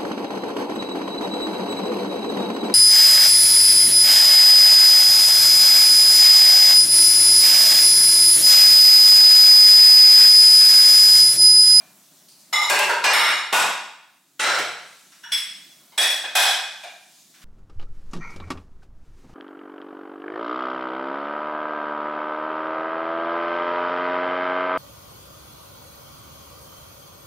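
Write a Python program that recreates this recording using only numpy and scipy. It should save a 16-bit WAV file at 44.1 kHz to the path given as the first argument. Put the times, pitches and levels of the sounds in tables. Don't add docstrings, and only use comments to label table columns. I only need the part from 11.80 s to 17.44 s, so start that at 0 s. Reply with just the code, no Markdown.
import sys
import numpy as np
from scipy import signal
from scipy.io import wavfile
from scipy.ndimage import uniform_filter1d

SR = 44100
rng = np.random.default_rng(int(sys.argv[2]) if len(sys.argv) > 2 else 0)


def generate_wav(signal):
    frames = np.transpose(np.atleast_2d(signal))
    scaled = np.clip(frames, -1, 1) * 32767
    pcm = np.round(scaled).astype(np.int16)
    wavfile.write(sys.argv[1], SR, pcm)


def to_linear_factor(level_db):
    exponent = np.asarray(level_db, float) / 20
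    return 10 ** exponent


N = 248841


def evened(x):
    return x / np.sqrt(np.mean(x ** 2) + 1e-20)


def read(points, hz):
    f, value = np.transpose(points)
    return np.interp(np.log(hz + 1), np.log(f + 1), value)


def add(mix, start_s, sound):
    part = mix[:, round(start_s * SR):][:, :sound.shape[1]]
    part += sound[:, :part.shape[1]]


# frequency_hz, side_minus_mid_db
WIDTH = [(40, -25), (250, -23), (500, -19.5), (1000, -11.5), (2000, -10), (5000, -8.5), (15000, -8.5)]


def noise(frames, mid_db, size):
    hz = np.fft.rfftfreq(size, 1 / SR)[:, None]
    t = np.arange(frames) * size / 4 / SR
    real, imaginary = rng.standard_normal((frames, len(hz), 2, 2)).T
    spectra = (real + 1j * imaginary) * to_linear_factor(mid_db(hz, t))
    spectra[1] *= to_linear_factor(read(WIDTH, hz))
    return signal.istft(spectra, nperseg=size, noverlap=size * 3 // 4)[1]


# frequency_hz, density_db_per_hz
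HISS = [(1470, -30.5), (2500, -14.5), (3170, -11), (3690, -7), (5240, -8), (6490, -6.5), (15500, -10)]
# frequency_hz, density_db_per_hz
HUM = [(18, -61), (30, -17.5), (101, -22), (167, 7.5), (296, 4.5), (391, 0), (550, -43.5), (720, -44)]
# frequency_hz, density_db_per_hz
AIR = [(290, -33.5), (500, -7.5), (650, 0.5), (796, -5), (1370, -5.5), (3000, -11.5), (3900, -50.5),
       (6600, -120)]
# time_s, level_db
HISS_LEVEL = [(0, -60), (.4, -58), (.7, -59), (2.55, -58.5), (2.9, -52), (3.13, -49), (3.27, -52), (3.4, -54),
              (3.9, -56), (4.15, -61), (5.02, -47), (5.25, -53), (5.4, -52), (5.65, -59)]
CALM_DB, RUSTLE_TOP_HZ = -57.5, 11000
DUCK_S, DUCK_FROM_DB, DUCK_SHARE = 1, -25.5, 1.9


def floor(blows):
    t, frames = np.arange(N) / SR, N // 256 + 5
    grain = rng.standard_normal((frames, 513))
    grain = uniform_filter1d(grain, 12, axis=0)
    grain = uniform_filter1d(grain, 14, axis=1)
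    patchy_db = 1.5 * evened(grain).T

    def coloured(colour):
        return evened(noise(frames, lambda hz, _: read(colour, hz) + patchy_db, size=1024)[:, :N])

    hiss, air, hum = coloured(HISS), coloured(AIR), coloured(HUM)
    level = to_linear_factor(np.interp(t, *np.transpose(HISS_LEVEL)) + 2.0)
    calm = np.minimum(level, to_linear_factor(CALM_DB))
    dull = signal.sosfilt(signal.butter(2, RUSTLE_TOP_HZ, fs=SR, output="sos"), hiss)
    mix = hiss * calm + dull * (level - calm)
    mix = mix + air * to_linear_factor(-68.0) + hum * to_linear_factor(-67.5)

    keep = np.exp(-1 / (DUCK_S * SR))
    heard_power = np.tanh(3 * blows[0]) ** 2 / 9
    memory_db = 10 * np.log10(signal.lfilter([1 - keep], [1, -keep], heard_power) + 1e-9)
    return mix / to_linear_factor(DUCK_SHARE * np.maximum(memory_db - DUCK_FROM_DB, 0))


RISE_S, NEAR_SIDE_DB = 0.00405, -11.5
# start_s, pitch_hz, level_db, t60_s
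PINGS = [(3.519, 3389, -15, .2), (3.519, 3420, -21, 0.14), (3.574, 3406, -24.5, 0.3), (.001, 2404, -55, .5),
         (4.298, 3433, -17, .3), (4.44, 3390, -29.5, 0.46), (.897, 577, -28, .4), (.99, 857, -21, 0.47),
         (1.24, 2770, -23.5, .3), (1.332, 2920, -24, .4), (1.332, 9800, -25, 0.52), (2.784, 1413, -30, .4),
         (2.784, 1850, -27, .3), (3.519, 5226, -29, .3), (3.519, 4850, -30, .15), (3.518, 5580, -27, .25),
         (.728, 2073, -29, .4), (0.73, 1206, -30, .4), (1.332, 1370, -29, .5), (1.332, 2192, -19, .5),
         (1.332, 5260, -24, .4), (1.728, 1463, -17, .4), (1.726, 889, -23.5, .4), (1.727, 1017, -26.5, .4),
         (4.179, 3372, -6.5, 0.26), (4.178, 8126, -21, .3), (4.552, 2514, -17, .4), (5.035, 706, -39, 0.54),
         (3.32, 1340, -57, 0.46), (3.32, 5450, -55, .3), (1.332, 5370, -24, .4)]


def pings():
    mix, t = np.zeros((2, N)), np.arange(SR // 2) / SR
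    rise = 1 - np.exp(-t / RISE_S)
    for start_s, pitch_hz, level_db, t60_s in PINGS:
        cycles = pitch_hz * t + [[0], [rng.random()]]
        sines = to_linear_factor([[0], [NEAR_SIDE_DB]]) * np.sin(2 * np.pi * cycles)
        add(mix, start_s, sines * rise * to_linear_factor(level_db - 60 * t / t60_s))
    return mix


# start_s, level_db
SNAPS = [(.483, -46), (0.897, -10.5), (0.989, -11), (1.094, -27), (1.241, -8.5), (1.333, -16), (2.595, -32),
         (2.783, -28), (3.437, -43), (3.521, -28), (5.034, -39)]
SNAP_T60_S, SNAP_LOW_HZ, SNAP_TOP_HZ = .07, 1800, 11500


def snaps():
    mix, t = np.zeros((2, N)), np.arange(SR // 2) / SR
    rise = np.sqrt(1 - np.exp(-t / RISE_S))
    bright = signal.butter(2, [SNAP_LOW_HZ, SNAP_TOP_HZ], "band", fs=SR, output="sos")
    for start_s, level_db in SNAPS:
        burst = signal.sosfilt(bright, rng.standard_normal((2, len(t))))
        burst = burst * to_linear_factor([[0], [NEAR_SIDE_DB]])
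        add(mix, start_s, burst * rise * to_linear_factor(level_db - 60 * t / SNAP_T60_S))
    return mix


# frequency_hz, t60_s
ROOM = [(100, 0.92), (300, 0.56), (800, 0.71), (2000, 0.75), (4000, 0.76), (8000, 0.63), (15000, 0.4)]
TAIL = 44000


def kitchen():
    tail = noise(TAIL // 64 + 1, lambda hz, t: -60 * t / read(ROOM, hz), size=256)[:, :TAIL - 256]
    t = np.arange(tail.shape[1]) / SR
    build_up = 1 - np.exp(-t / 0.0033)
    near_echoes = 1 + 0.71 * np.exp(-t / 0.0047)
    tail = tail * build_up * near_echoes
    tail = tail / np.linalg.norm(tail[0])
    return tail + to_linear_factor(-30.0) * signal.unit_impulse(tail.shape, (0, 0))


def struck(modes, level_db):
    return [(hz, width, level + level_db) for hz, width, level in modes]


# frequency_hz, lift_db
RING_LIFT = [(500, 8), (2000, 7), (5000, 5.5), (10000, 6), (15000, 8.5)]
TAPS = 16384


def strike(crack, modes, ring_db):
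    hz = abs(np.fft.fftfreq(TAPS, 1 / SR))
    power = to_linear_factor(2 * read(crack, hz))
    for mode_hz, width_hz, level_db in modes:
        peak = 1 / (1 + ((hz - mode_hz) / (.9 * width_hz)) ** 2)
        peak = peak * hz ** 2 / (hz ** 2 + 573.0 ** 2)
        gain = to_linear_factor(level_db + ring_db + read(RING_LIFT, mode_hz))
        power = power + (gain * peak) ** 2
    log_gain = np.log(power + 1e-9) / 2
    sound = np.fft.ifft(np.exp(np.conj(signal.hilbert(log_gain)))).real
    return sound / np.linalg.norm(sound)


# pitch_hz, width_hz, level_db
LID_MODES = [(888, 130, -12), (1210, 36, -4), (1410, 72, -22), (2075, 80, -4.5), (2940, 39, -12),
             (3470, 34, -9), (3870, 94, -9), (4230, 26, -21), (5250, 95, -10), (5650, 120, -22),
             (6890, 25, -15), (7040, 39, -12)]
# pitch_hz, width_hz, level_db
POT_MODES = [(583, 18, 5), (910, 300, -2.5), (1604, 99, 0), (2020, 29, 0), (2490, 23, 0.5), (2850, 35, -4),
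             (3560, 43, -9.5), (4420, 39, -4.5), (5400, 68, -11.5), (7140, 200, -26), (7600, 170, -13.5),
             (8800, 220, -16), (11140, 60, -19), (14700, 120, -32)]
# pitch_hz, width_hz, level_db
PAN_MODES = [(870, 300, -5), (1680, 55, -0.5), (2440, 33, 2), (2780, 77, -2), (4190, 49, -9.5),
             (4960, 44, -8), (1990, 25, -6), (2160, 37, -7), (5410, 45, -11), (6150, 30, -9),
             (5880, 40, -11), (8100, 200, -15), (10300, 47, -25.5), (11600, 110, -29)]
# pitch_hz, width_hz, level_db
SHUT_MODES = [(913, 91, -5.5), (1226, 45, -3), (1384, 19, 0.5), (2170, 81, -4.5), (2900, 25, -3),
              (3220, 45, -9), (3534, 85, -6.5), (3830, 130, -6), (4425, 32, -8), (5324, 180, -7.5),
              (6960, 9.7, -5), (6850, 46, -15), (7360, 39, -14), (7700, 25, -32.5)]
# pitch_hz, width_hz, level_db
BOARD_MODES = [(867, 330, -5.5), (1462, 45, -2), (2485, 60, -6.5), (2740, 120, -10), (3345, 22, -5.5),
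               (3695, 50, -7), (4850, 30, -13), (5410, 70, -12.5), (7630, 100, -15), (8000, 24, -13),
               (9600, 61, -16), (10700, 27, -15.5), (11500, 45, -16), (12200, 25, -14.5)]
# pitch_hz, width_hz, level_db
JAR_MODES = [(862, 8.6, 13), (1360, 130, 0.5), (1973, 27, 6), (2700, 53, -1), (3150, 31, 3.5),
             (3900, 41, 1), (5190, 160, -13), (6010, 150, -4.5), (7210, 100, -3), (8000, 97, -7.5),
             (8470, 57, -12.5), (8950, 390, -13), (9640, 34, -3), (11500, 96, -16)]
# pitch_hz, width_hz, level_db
SPOON_MODES = [(930, 56, -9), (1490, 96, -2), (1750, 66, -2), (2920, 46, -6), (3406, 64, -6),
               (3850, 41, -20), (5620, 100, -7.5), (7170, 43, -26)]
# pitch_hz, width_hz, level_db
BOWL_MODES = [(1645, 36, -19.5), (1840, 29, -20), (2130, 250, -18.5), (2800, 33, -23), (3390, 30, 0),
              (4850, 29, -13), (5225, 30, -5), (5570, 70, -11), (4300, 41, -24), (7120, 45, -27),
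              (2970, 20, -20), (3390, 140, -11)]
# pitch_hz, width_hz, level_db
RAP_MODES = [(700, 180, -17.5), (1786, 280, -12.5), (2470, 130, -12.5), (2800, 35, -20), (3380, 85, -3),
             (3712, 37, -7), (4840, 27, -15), (5230, 70, -19), (5525, 65, -10), (5890, 37, -15),
             (6220, 30, -16), (6940, 150, -22.5), (2530, 30, -13)]
# pitch_hz, width_hz, level_db
DOWN_MODES = [(766, 167, 1), (1616, 116, 0.5), (2504, 30, 4), (3105, 34, -0.5), (3400, 87, 4),
              (3790, 260, -6), (4210, 120, -10), (4740, 40, -16), (5070, 32, -2.5), (5130, 240, -9),
              (5560, 78, -5), (5940, 59, -6), (6450, 55, -33), (7280, 85, -9.5)]
# pitch_hz, width_hz, level_db
DISH_MODES = [(706, 140, 0.5), (1650, 150, -6), (2390, 110, -2), (2820, 49, -7), (3630, 220, -7.5),
              (4070, 74, -15), (4750, 61, -20), (5350, 160, -20)]
# pitch_hz, width_hz, level_db
LID_RIM = [(8200, 56, -16), (8700, 95, -16), (9530, 120, -16.5), (10700, 35, -21), (11450, 160, -19.5),
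           (12700, 50, -22), (13300, 47, -23.5), (14300, 42, -30), (15200, 60, -34), (15700, 35, -29)]
# pitch_hz, width_hz, level_db
BOWL_RIM = [(7870, 150, -15), (8150, 46, -11.5), (8500, 49, -21), (9300, 270, -24.5), (10330, 137, -14.5),
            (10760, 71, -19.5), (11300, 40, -35), (12400, 153, -25), (13260, 130, -20.5), (14600, 75, -42),
            (15800, 120, -32)]
# crack, modes, ring_db, blows, rim, rim_level_db
LID = ([(50, -38.5), (120, -37), (500, -11.5), (1200, -7.5), (4000, -12), (8000, -18.5), (12000, -35.5),
       (15500, -66)], LID_MODES, 14.4, [(.727, -3), (.815, -7.5)], LID_RIM, -8.5)
# crack, modes, ring_db, blows
POT = ([(71, -69.5), (120, -23), (496, -20), (1290, -5), (2780, 5.5), (3140, -8.5), (7830, -8),
       (15300, -18.5)], POT_MODES, 7.4, [(.896, -0.92)])
# crack, modes, ring_db, blows
POT_KNOCK = ([(71, -63), (120, -26), (477, -22.5), (572, 10.5), (1640, 0.5), (2670, -11.5), (7990, -34.5),
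             (15300, -45.5)], [(577, 41, -1), (1010, 110, 0), (1610, 21, 4), (1880, 30, -16),
             (2696, 130, 0), (10800, 55, -20), (7800, 31, -27)], 17, [(.989, -5.5)])
# crack, modes, ring_db, blows
POT_SETTLE = ([(71, -75.5), (120, -64), (584, 5.5), (912, -16.5), (1430, 10), (2670, -12.5), (4350, -21.5),
              (15300, -41)], [(940, 51, 10), (1340, 26, -12), (2570, 43, -12.5), (3440, 35, -6.5),
              (4450, 60, -7.5), (5740, 34, -31)], 1.5, [(1.092, -6), (1.135, -22.5)])
# crack, modes, ring_db, blows
PAN = ([(71, -70.5), (120, -44), (494, -8.5), (1500, -2), (2800, -8.5), (5500, -12), (8500, -22.5),
       (15000, -32)], PAN_MODES, 1.1, [(1.239, 8.1)])
# crack, modes, ring_db, blows, rim, rim_level_db
LID_SHUT = ([(120, -35), (400, -10), (750, -5.5), (2200, 5), (4000, -41.5), (8000, -29.5), (12000, -36.5),
            (16000, -59.5)], SHUT_MODES, 3.5, [(1.331, 8.4)], LID_RIM, 2.6)
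# crack, modes, ring_db, blows
BOARD = ([(71, -84), (170, -17), (517, -10), (912, -0.5), (2570, -5.5), (4620, -13.5), (7830, -12.5),
         (15300, -24.5)], BOARD_MODES, 1.8, [(1.726, 3)])
# crack, modes, ring_db, blows
JAR = ([(60, -66.5), (120, -27), (366, -5), (800, -9.5), (1370, -1), (2420, 0), (5440, -7), (15300, -29)],
       JAR_MODES, 1, [(2.594, -9)])
# crack, modes, ring_db, blows
JAR_ROCK = ([(200, -26), (500, -4), (1400, -5.5), (2200, -4.5), (4000, -11), (8000, -20), (13000, -33)],
            [(1376, 110, -3.5), (1620, 160, -6.5), (2040, 20, -5), (4000, 180, -11.5), (5460, 250, -15.5),
            (7170, 130, -21), (8400, 140, -19.5)], 2.7, [(2.612, -17), (2.635, -8.5), (2.665, -9),
            (2.695, -10), (2.745, -11)])
# crack, modes, ring_db, blows
JAR_TAP = ([(150, -24), (500, 0.5), (1400, -6), (3000, -5.5), (6000, -23), (12000, -26), (15500, -41)],
           [(724, 21, 1.5), (1350, 50, -11), (1928, 14, -4.5), (2260, 100, -7.5), (3160, 23, -5),
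           (5240, 40, -14), (6070, 57, -11.5), (7200, 160, -23), (7860, 34, -11), (9420, 90, -19),
           (12100, 190, -28), (14900, 37, -33)], 1.4, [(2.783, -13.5)])
# crack, modes, ring_db, blows
SPOON = ([(300, -50), (940, -41), (1150, -19), (1520, -10), (3330, -11), (5630, -36), (12000, -41),
         (15600, -58)], SPOON_MODES, 5.2, [(3.433, -25)])
# crack, modes, ring_db, blows
SLIDE = ([(300, -18), (900, -4), (2200, -18), (5000, -14), (10000, -33)], [(915, 91, -5), (1250, 37, -10),
         (2140, 79, -5), (3030, 200, -14), (3860, 62, -8), (4440, 40, -14)], 2, [(4.12, -38.5)])
# crack, modes, ring_db, blows, rim, rim_level_db
BOWL = ([(200, -32), (1000, -13), (2200, 0), (4000, -3), (8000, -14), (12000, -33), (14500, -50),
        (16000, -37)], BOWL_MODES, 13.6, [(3.518, -9.5), (3.575, -20.5), (4.436, -44)], BOWL_RIM, -0.5)
# crack, modes, ring_db, blows, rim, rim_level_db
BOWL_RAP = ([(120, -35), (350, -13), (700, -2), (1800, -10), (4000, -2.5), (8000, -13), (12000, -14),
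            (16000, -39.5)], RAP_MODES, 11.8, [(4.177, 0), (4.3, -13)], BOWL_RIM, 0.1)
# crack, modes, ring_db, blows, rim, rim_level_db
BOWL_DOWN = ([(120, -32), (350, -17.5), (700, -8.5), (1600, 4.5), (4000, -2.5), (8000, -7.5), (12000, -6),
             (16000, -17)], DOWN_MODES, 4.9, [(4.552, 6.9)], BOWL_RIM, 6.1)
# crack, modes, ring_db, blows
DISH = ([(150, -15), (500, -8.5), (1000, 0), (2000, 2), (4000, -1), (9000, -10), (14000, -53)],
        DISH_MODES, 12, [(5.033, -25)])
# crack, modes, ring_db, blows
LAST_RING = ([(200, -19), (600, 0), (1500, 0), (3000, -4), (6000, -16.5)], [(680, 63, 4.5), (1070, 110, -4),
             (1510, 34, -5.5), (1720, 61, -5), (2404, 26, -0.5), (2640, 27, -7), (3230, 92, -16)],
             4, [(.001, -40)])
# crack, modes, ring_db, blows
NUDGE = ([(300, -26), (700, -7), (1500, -2), (3000, -3), (7000, -16), (14000, -59)], [(710, 290, -1.5),
         (1690, 150, 0), (2510, 41, 2.5), (2800, 42, -21), (3500, 29, -10), (3860, 22, -7.5),
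         (5570, 81, -22), (6220, 36, -19)], 2, [(4.437, -19.5)])
# crack, modes, ring_db, blows
THUMP = ([(30, -38), (90, -21), (165, 1.5), (300, -20.5), (600, -60)], [(170, 30, 0)], 0, [(.728, -49),
         (1.27, -31), (1.73, -35), (2.6, -52), (2.78, -39)])
# crack, modes, ring_db, blows
RUSTLE = ([(180, -22), (300, -13), (548, -29), (781, -4), (955, -1.5), (1560, 6), (12000, -8.5),
          (15600, -52)], [(1620, 180, -14), (3560, 37, 0.5), (5830, 130, -2)], 2, [(3.318, -40),
          (5.54, -41), (5.615, -39.5)])
# crack, modes, ring_db, blows
SPIT = ([(1500, -20), (3500, -9.5), (4500, 13), (6500, 0.5), (10000, 6), (15000, -35.5)],
        [(4400, 72, 0.014)], 2, [(.482, -39.5), (.59, -45)])
# start_s, strength_db
TICK_TIMES = [
    (.894, -15),
    (.989, -9),
    (1.092, -19),
    (1.238, -11),
    (1.331, -12),
    (2.783, -28),
    (3.517, -27),
    (5.034, -41),
]
# crack, modes, ring_db, blows
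TICK = ([(500, -31), (2000, 14), (6000, 3.5), (12000, -3), (16000, -12)], [(7850, 200, 0.022)],
        -1, TICK_TIMES)
# crack, modes, ring_db, blows
THUD = ([(80, -43), (200, -18.5), (700, -31), (1500, -51)], [(412, 65, 0.0016)], 0, [(.899, -19),
        (.993, -20), (1.092, -21.5), (2.594, -45)])
OBJECTS = [LID, POT, POT_KNOCK, POT_SETTLE, PAN, LID_SHUT, BOARD, JAR, JAR_ROCK, JAR_TAP, SPOON,
           SLIDE, BOWL, BOWL_RAP, BOWL_DOWN, LAST_RING, DISH, NUDGE, RUSTLE, SPIT, TICK, THUMP, THUD]
SPOTS = 11


def clanks():
    mix, count = np.zeros((2, N)), 0
    paths = [kitchen() for _ in range(SPOTS)]
    for crack, modes, ring_db, blows, *rim in OBJECTS:
        rim_modes = struck(*rim) if rim else []
        sound = strike(crack, modes + rim_modes, ring_db)[None]
        for start_s, strength_db in blows:
            in_room = signal.fftconvolve(sound, paths[count % SPOTS], axes=1)
            add(mix, start_s, to_linear_factor(strength_db + 20.5) * in_room)
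            count += 1
    return mix


def scene():
    blows = clanks()
    band = signal.ellip(10, .5, 70, 16050, fs=SR, output="sos")
    mid, side = signal.sosfilt(band, blows + floor(blows) + pings() + snaps())
    return np.array([mid + side, mid - side])


def band_limit(x):
    return signal.sosfilt(signal.butter(12, 16650, fs=SR, output="sos"), x)


def record(dry):
    power_db = 10 * np.log10(abs(uniform_filter1d((dry ** 2).mean(0), 130)) + 1e-12)
    fall_db = np.arange(N) * 300. / SR
    held_db = np.maximum.accumulate(power_db + fall_db) - fall_db
    over_db = np.maximum(held_db + 17.0, 0)
    ahead_db = uniform_filter1d(over_db, size=200, origin=-90)
    flattened = dry / to_linear_factor(0.86 * ahead_db)
    rumble_cut = signal.butter(2, 60, "high", fs=SR, output="sos")
    return band_limit(signal.sosfilt(rumble_cut, flattened))


dry = scene()
out = record(dry)
generate_wav(out)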